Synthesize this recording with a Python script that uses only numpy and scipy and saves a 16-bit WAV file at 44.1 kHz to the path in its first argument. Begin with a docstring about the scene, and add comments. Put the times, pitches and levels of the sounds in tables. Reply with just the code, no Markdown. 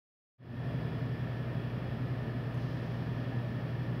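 """Steady ventilation in a block-walled corridor fades in from silence.
A mains hum beats against the tones of the fan motors, with faint whines above, while air rushes
in the ducts and sings at the resonances of a grille. Early on, a thin sizzle of air comes and goes.
Later a light touch gives a bright double tick, followed by a soft brushing hiss that dies away."""
import sys
import numpy as np
from scipy import signal
from scipy.fft import rfft, irfft
from scipy.io import wavfile

SR = 44100
rng = np.random.default_rng(int(sys.argv[2]) if len(sys.argv) > 2 else 0)


def unload_audio(sound):
    """Save the sound as a 16-bit wav file, at the path given as the first command line argument."""
    columns = np.transpose(np.atleast_2d(sound))
    # keep every value between -1 and 1, then stretch to whole-number steps
    steps = np.round(np.clip(columns, -1, 1) * 32767)
    wavfile.write(sys.argv[1], SR, steps.astype(np.int16))


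N = 176400


def from_db(db):
    """Logarithmic level: every 20 dB is a factor of ten in amplitude."""
    return 10 ** (np.asarray(db) / 20)


def seconds():
    """Uniform sampling: the time of every sample."""
    return np.arange(N) / SR


def rms_one(x):
    """Normalisation: scale to an rms of one."""
    return x / np.sqrt(np.mean(x ** 2) + 1e-20)


def drift(rate_hz):
    """Random fluctuation: noise twice through a one-pole low-pass wanders slowly; rms 1."""
    step = 200   # samples between control points
    r = np.exp(-2 * np.pi * rate_hz * step / SR)
    white = rng.standard_normal(N // step + 1002)
    slow = signal.lfilter([1], [1, -2 * r, r * r], white)[1000:]   # once the filter has settled
    return np.interp(np.arange(N) / step, np.arange(len(slow)), rms_one(slow))


def tone(hz, waver, rate_hz):
    """Quadrature modulation: two slow drifts make a sine waver in strength and phase; rms 1."""
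    angle = 2 * np.pi * (hz * seconds() + rng.random())
    in_phase = (1 + waver * drift(rate_hz)) * np.sin(angle)
    quadrature = waver * drift(rate_hz) * np.cos(angle)
    return rms_one(in_phase + quadrature)


def motors():
    """Beating: mains and motor tones close in pitch interfere at their difference frequency."""
    # Low tones of the mains, motors and fans.
    # Each row: frequency in Hz, rms level in dB, waver as a share of the tone.
    low_tones = [(58.6, -54.5, .22), (120.0, -38.4, .03), (131.15, -44.6, .15), (160.1, -46.6, .2),
                 (262.25, -54.8, .45)]
    # Faint whines of the motors. Each row: frequency in Hz, rms level in dB.
    high_tones = [(446, -65), (588, -64.5), (707, -69.5), (787, -67.5), (953.5, -65), (1108, -73.5),
                  (1225, -69.5), (1348, -70.5), (1715.6, -67.5), (1745, -66.5), (2402.6, -74), (2930, -77),
                  (3340.2, -70.5), (5009, -88), (5391, -92), (5684, -92)]
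    hum = sum(from_db(db) * tone(hz, waver, rate_hz=0.76) for hz, db, waver in low_tones)
    whines = sum(from_db(db) * tone(hz, waver=0.39, rate_hz=4.1) for hz, db in high_tones)
    return hum + whines


def noise(spectrum):
    """Spectral shaping: white noise is weighted to the given density in dB per Hz."""
    hz, db = np.transpose(spectrum)
    bins = np.maximum(np.arange(N // 2 + 1) * SR / N, 1)
    gain = from_db(np.interp(np.log(bins), np.log(hz), db))
    return irfft(rfft(rng.standard_normal(N)) * gain, N) * np.sqrt(SR / 2)


def duct_rush():
    """Turbulent flow: air in the ducts makes broadband noise, strongest at low frequencies."""
    # Spectrum of the rush. Each row: frequency in Hz, density in dB per Hz.
    rush_spectrum = [(25, -102), (41, -97), (52, -73.5), (64, -76.5), (76, -67.5), (105, -63.5), (150, -61),
                     (175, -63.5), (198, -67.5), (230, -63.5), (290, -70), (400, -72), (490, -75.5),
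                     (650, -74.5), (760, -81), (1040, -84), (1270, -83.5), (1560, -87), (2100, -89.5),
                     (2600, -90.5), (3300, -93.5), (3750, -99), (5150, -101.8), (5650, -107.5),
                     (5950, -114.5), (7200, -124), (10000, -135)]
    return noise(rush_spectrum)


def resonate(x, hz, width_hz):
    """Damped resonance: a two-pole filter with a gain of one at its peak."""
    r = np.exp(-np.pi * width_hz / SR)
    feedback = [1, -2 * r * np.cos(2 * np.pi * hz / SR), r * r]
    return signal.lfilter(np.array([1, 0, -1]) * (1 - r * r) / 2, feedback, x)


def narrow_band(hz, width_hz):
    """Selective filtering: white noise twice through one resonance leaves a narrow band; rms 1."""
    once_filtered = resonate(rng.standard_normal(N), hz, 2 * width_hz)
    return rms_one(resonate(once_filtered, hz, 2 * width_hz))


def grille():
    """Resonance: driven at random by the airflow, the grille sings near its natural frequencies."""
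    # Modes of the grille. Each row: frequency in Hz, width in Hz, rms level in dB.
    modes = [(1710, 60, -62.5), (1814, 73, -59.5)]
    return sum(from_db(db) * narrow_band(hz, width_hz) for hz, width_hz, db in modes)


def sizzle():
    """Amplitude modulation: a thin band of air noise rises and falls under a Gaussian envelope."""
    peak_s, spread_s, peak_db = 0.91, .35, -78
    envelope = np.exp(-((seconds() - peak_s) / spread_s) ** 2)
    return from_db(peak_db) * envelope * narrow_band(hz=5030, width_hz=200)


def swell(start_s, attack_s, decay_s):
    """Exponential decay: after a straight rise, the amplitude falls by 1/e every decay_s."""
    age = seconds() - start_s
    return np.clip(age / attack_s, 0, 1) * np.exp(-np.maximum(age - attack_s, 0) / decay_s)


def tick():
    """Impact transients: two light contacts each give a brief, bright burst of noise."""
    # Spectrum of the tick. 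Each row: frequency in Hz, density in dB per Hz.
    tick_spectrum = [(3000, -116), (5200, -109), (6200, -101), (7600, -119), (9000, -110), (11200, -106.5),
                     (13000, -115), (16000, -127)]
    # The two contacts. Each row: start in seconds, gain in dB.
    touches = [(2.54, 0.5), (2.572, -8)]
    envelope = sum(from_db(db) * swell(start_s, attack_s=.003, decay_s=.02) for start_s, db in touches)
    return noise(tick_spectrum) * envelope


def brush():
    """Friction noise: light brushing makes a soft hiss that swells, then dies away."""
    # Spectrum of the brushing at its loudest. Each row: frequency in Hz, density in dB per Hz.
    brush_spectrum = [(2000, -105), (3800, -99), (5100, -100), (6300, -110), (7800, -123), (10500, -119),
                      (14000, -131)]
    return noise(brush_spectrum) * swell(start_s=2.54, attack_s=0.084, decay_s=0.67)


def scene():
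    """Superposition: the pressures from motors, air and the light touch add, in mono."""
    return (motors() + duct_rush() + grille() + sizzle() + tick() + brush())[None]


def record(dry):
    """Self-noise and band limiting: the microphone adds hiss, all fades in, the top treble is cut."""
    # Spectrum of the microphone's hiss. Each row: frequency in Hz, density in dB per Hz.
    hiss_spectrum = [(5000, -122), (7500, -121.7), (9500, -117), (15500, -115.5)]
    fade_start_s, fade_length_s, cutoff_hz = 0.38, 0.31, 15650
    fade = np.clip((seconds() - fade_start_s) / fade_length_s, 0, 1)
    low_pass = signal.ellip(12, .1, 80, cutoff_hz, fs=SR, output="sos")
    return signal.sosfilt(low_pass, (dry + noise(hiss_spectrum)) * fade + 1e-18)


dry = scene()
out = record(dry)
unload_audio(out)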